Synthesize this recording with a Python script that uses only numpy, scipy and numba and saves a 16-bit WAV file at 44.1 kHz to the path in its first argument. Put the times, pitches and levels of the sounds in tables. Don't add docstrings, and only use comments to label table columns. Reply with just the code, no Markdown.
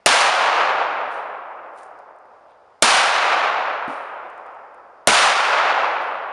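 import sys
import numpy as np
from scipy import signal
from scipy.io import wavfile
from numba import njit

SR = 44100
rng = np.random.default_rng(int(sys.argv[2]) if len(sys.argv) > 2 else 0)


def transcribe(signal):
    frames = np.atleast_2d(signal).T
    limited = np.clip(frames, -1, 1)
    pcm = np.round(limited * 32767).astype(np.int16)
    wavfile.write(sys.argv[1], SR, pcm)


N = 278712

# freq_hz, relative_density_db
AIR_SPECTRUM = [(25, 1.5), (65, 9.5), (150, 2), (330, -1.5), (600, 3.5), (1000, 0.5), (2000, -10),
                (3500, -20.5), (4200, -24), (4950, -21), (5800, -28), (10000, -36)]
# peak_s, level_db, softness_0_to_1
SLEEVE_STROKES = [(1.786, -54, 0), (1.832, -59.5, 0), (2.502, -66, 1)]
# freq_hz, relative_density_db
CRISP_CLOTH_SPECTRUM = [(500, -22), (3000, 4), (5000, -3), (9500, -1), (14000, -0.5)]
# freq_hz, relative_density_db
SOFT_CLOTH_SPECTRUM = [(800, -13), (2500, 4), (3800, 4), (5000, -12), (10000, -22)]
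# start_s, peak_db, centre_hz
HANDLING_CLICKS = [(1.833, -40, 9000), (1.990, -50.5, 6000), (2.162, -59, 7000), (2.187, -57.5, 7500),
                   (2.255, -65, 9000), (2.510, -62, 9000), (4.301, -50.5, 7500), (4.378, -54, 7000),
                   (4.464, -48, 7980), (4.547, -61.5, 7000), (4.745, -55, 9000)]
# start_s, tick_db, skitter_db, skitter_t60_s, knock_db (tick, skitter: before leaf filter)
CASE_LANDINGS = [(1.105, -57, -49, 0.48, -70), (3.879, -44, -47, 0.71, -17), (6.021, -44, -57, 0.56, -71)]
# freq_hz, relative_level_db, t60_s
KNOCK_MODES = [(170, -5.5, 0.071), (228, 1, 0.054), (261, -3, 0.17), (301, -7.5, .2)]
# freq_hz, gain_db
LEAF_SPECTRUM = [(1000, -23), (4000, 4.5), (7000, -6), (9500, -3.5), (14000, -4)]
# freq_hz, relative_start_density_db, t60_s (before the echo envelope)
WOOD_BANDS = [(40, -28, 3.9), (133, -25, 2.9), (250, -18.5, 3.6), (378, -12.5, 3.76), (550, -3.5, 3.38),
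              (753, 1.5, 3.256), (1300, 1.74, 2.83), (1860, -3.5, 2.363), (2555, -4, 2.01),
              (3350, -7.5, 1.65), (4630, -10, 1.318), (6900, -15, 1.032), (10500, -16.5, 0.7)]
# freq_hz, relative_density_db
GAS_SPECTRUM = [(30, -2), (250, -1), (450, -1.5), (800, -17), (2000, -36.5)]
# start_s, strength_db, echo_tilt_db_per_octave, boom_and_gas_heft_db, tree_line_db, deep_swell_s
SHOT_EVENTS = [(0.0607, 0.52, -0.5, -3, 8, 0.52), (2.8232, 0.2, 0.22, -3.5, 8.5, 0.49),
               (5.0728, 1.64, 0.15, 3.5, 9.5, 0.72)]
# freq_hz, gain_db
MIC_RESPONSE = [(20, -23), (100, -14.5), (250, -8.5), (550, -2), (900, -2), (6000, 2), (7300, 2),
                (7950, -3), (8500, 3.5), (9400, 4), (10200, -1), (11000, -11), (11700, -26.5),
                (12500, -47.5)]

STROKE_RISE_DB_PER_S, STROKE_FALL_DB_PER_S = 450, 230
GROUND_DB, GROUND_T60_S = 11.5, 0.33
TREE_LINE_S, TREE_RISE_S, TREE_HOLD_S, TREE_T60_S = 0.043, 0.016, 0.12, 0.69
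DEEP_DB, SWELL_DB, SWELL_WIDTH_S = -1.54, 0.7, 0.28
LINGER_FROM_S, LINGER_DB_PER_S = 1.4, 3.5
BAND_EDGE_HZ = 16200


def gain_of(level_db):
    return 10 ** (np.asarray(level_db) / 20)


def evened(x):
    return x / np.sqrt(np.mean(x ** 2) + 1e-20)


def read(points, freq_hz, column=1):
    table = np.transpose(points)
    return np.interp(np.log(freq_hz + 1), np.log(table[0] + 1), table[column])


def add(mix, start_s, sound):
    part = mix[round(start_s * SR):][:len(sound)]
    part += sound[:len(part)]


def seconds(length_s):
    return np.arange(int(length_s * SR)) / SR


def fading(t, t60_s):
    return np.exp(-np.log(1000) * t / t60_s)


def coloured(x, spectrum, size=4096):
    freq_hz = abs(np.fft.fftfreq(size, 1 / SR))
    log_gain = np.log(gain_of(read(spectrum, freq_hz)))
    taps = np.fft.ifft(np.exp(np.conj(signal.hilbert(log_gain)))).real
    return signal.oaconvolve(x, taps[:size // 2])[:len(x)]


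def grains(count, per_s, spread_db):
    size = gain_of(spread_db * np.minimum(rng.exponential(1, count), 6))
    sign = rng.choice([-1, 1], count)
    present = rng.random(count) < per_s / SR
    return evened(size * sign * present)


def wander(t, per_s):
    knots_s = np.arange(1024) / per_s
    return np.interp(t, knots_s, rng.standard_normal(len(knots_s)))


def air(level_db=-54, swell_db=2.0):
    swell = gain_of(swell_db * wander(np.arange(N) / SR, per_s=5.5))
    wash = evened(coloured(rng.standard_normal(N), AIR_SPECTRUM))
    return gain_of(level_db) * swell * wash


def sleeve(peak_s, level_db, softness):
    t = np.arange(N) / SR - peak_s
    stroke_db = level_db - np.maximum(-t * STROKE_RISE_DB_PER_S, t * STROKE_FALL_DB_PER_S)
    fibres = grains(N, per_s=4400, spread_db=4)
    soft = np.clip(softness, 0, 1)
    crisp_rub = evened(coloured(fibres, CRISP_CLOTH_SPECTRUM))
    soft_rub = evened(coloured(fibres, SOFT_CLOTH_SPECTRUM))
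    return gain_of(stroke_db) * ((1 - soft) * crisp_rub + soft * soft_rub)


def click(peak_db, centre_hz, t60_s=0.0092):
    t = seconds(.04)
    burst = rng.standard_normal(len(t)) * fading(t, t60_s)
    snap = coloured(burst, [(centre_hz / 4, -20), (centre_hz, 0), (centre_hz * 2, -10)])
    return gain_of(peak_db) * snap / abs(snap).max()


def spent_case(tick_db, skitter_db, skitter_t60_s, knock_db):
    t = seconds(.7)
    tick = gain_of(tick_db) * rng.standard_normal(len(t)) * fading(t, 0.018)
    skitter = gain_of(skitter_db) * grains(len(t), per_s=6000, spread_db=2.5)
    skitter *= fading(t, skitter_t60_s) * (1 - np.exp(-t / .013))
    knock = sum(gain_of(knock_db + mode_db) * np.sin(2 * np.pi * freq_hz * t) * fading(t, t60_s)
                for freq_hz, mode_db, t60_s in KNOCK_MODES)
    return coloured(tick + skitter, LEAF_SPECTRUM) + knock * (1 - np.exp(-t / 0.0021))


def returns(t, tree_line_db, swell_s):
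    ground = gain_of(GROUND_DB) * fading(t, GROUND_T60_S)
    attack = np.clip((t - TREE_LINE_S) / TREE_RISE_S, 0, 1)
    release = fading(np.maximum(t - TREE_LINE_S - TREE_RISE_S - TREE_HOLD_S, 0), TREE_T60_S)
    tree_line = gain_of(tree_line_db) * attack * release
    swell_db = SWELL_DB * np.exp(-((t - swell_s) / SWELL_WIDTH_S) ** 2)
    linger_db = LINGER_DB_PER_S * np.maximum(t - LINGER_FROM_S, 0)
    deep = gain_of(DEEP_DB + swell_db + linger_db)
    return np.sqrt(ground ** 2 + tree_line ** 2 + deep ** 2)


def echo(tilt_db_per_octave, tree_line_db, swell_s, flutter_db=0.66, near_db=3, near_s=.15):
    t = seconds(4)
    trunks = grains(len(t), per_s=9000, spread_db=2.0)
    trunks = evened(coloured(trunks, [row[:2] for row in WOOD_BANDS]))
    freq_hz, delay_s, bands = signal.stft(trunks, SR, nperseg=512)
    tilt = gain_of(tilt_db_per_octave * np.log2((freq_hz + 100) / 1000))
    band_t60_s = read(WOOD_BANDS, freq_hz, column=2)
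    bands = bands * tilt[:, None] * fading(delay_s, band_t60_s[:, None])
    tail = signal.istft(bands, SR, nperseg=512)[1][:len(t)]
    stands_db = flutter_db * wander(t, per_s=45)
    singles_db = near_db * np.exp(-t / near_s) * wander(t, per_s=170)
    onset = 1 - np.exp(-t / 0.00099)
    return tail * returns(t, tree_line_db, swell_s) * gain_of(stands_db + singles_db) * onset


def blast(heft_db, crack_db=15, crack_t60_s=0.044, push_db=19, push_s=0.00062, ground_delay_s=.003,
          boom_db=29, boom_hz=660, boom_t60_s=.01, gas_db=7, gas_t60_s=0.16):
    t = seconds(0.35)
    crack = gain_of(crack_db) * rng.standard_normal(len(t)) * fading(t, crack_t60_s)
    push = gain_of(push_db) * (1 - t / push_s) * np.exp(-t / push_s)
    boom = gain_of(boom_db) * np.sin(2 * np.pi * boom_hz * t) * fading(t, boom_t60_s)
    churn = evened(coloured(rng.standard_normal(len(t)), GAS_SPECTRUM))
    gas = gain_of(gas_db) * churn * fading(t, gas_t60_s)
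    out = crack + push
    add(out, ground_delay_s, push + gain_of(heft_db) * (boom + gas))
    return out


def scene(striker_db=-38, striker_lead_s=0.003):
    mix = air()
    mix += sum(sleeve(*stroke) for stroke in SLEEVE_STROKES)
    for start_s, peak_db, centre_hz in HANDLING_CLICKS:
        add(mix, start_s, click(peak_db, centre_hz))
    for start_s, *landing in CASE_LANDINGS:
        add(mix, start_s, spent_case(*landing))
    for start_s, strength_db, tilt_db_per_octave, heft_db, tree_line_db, swell_s in SHOT_EVENTS:
        strength = gain_of(strength_db)
        add(mix, start_s - striker_lead_s, click(striker_db, centre_hz=4000))
        add(mix, start_s, strength * blast(heft_db))
        add(mix, start_s, strength * echo(tilt_db_per_octave, tree_line_db, swell_s))
    return np.array([mix, mix])


@njit
def follow(over_db, attack, release_db):
    out, held = np.zeros(len(over_db)), 0.
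    for i in range(len(over_db)):
        held = max(held - release_db, 0.)
        held += attack * max(over_db[i] - held, 0.)
        out[i] = held
    return out


def limiter(x, threshold_db=-11, ratio=8, attack_s=0.0015, follower_release_db_per_s=70):
    over_db = 20 * np.log10(abs(x) + 1e-9) - threshold_db
    held_db = follow(over_db, 1 / (attack_s * SR), follower_release_db_per_s / SR)
    return x / gain_of((1 - 1 / ratio) * held_db)


def record(dry, overload_db=8, lean=0.26, ceiling=0.6):
    headroom = gain_of(overload_db)
    capsule = headroom * (np.tanh(dry[0] / headroom + lean) - np.tanh(lean))
    limited = limiter(coloured(capsule, MIC_RESPONSE))
    clipped = np.clip(limited, -ceiling, ceiling)
    softened = coloured(clipped, [(11000, 0), (12500, -14.0)])
    band_limit = signal.firwin(255, BAND_EDGE_HZ, window=("kaiser", 9), fs=SR)
    out = signal.oaconvolve(softened, band_limit, "same")
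    return np.array([out, out])


dry = scene()
out = record(dry)
transcribe(out)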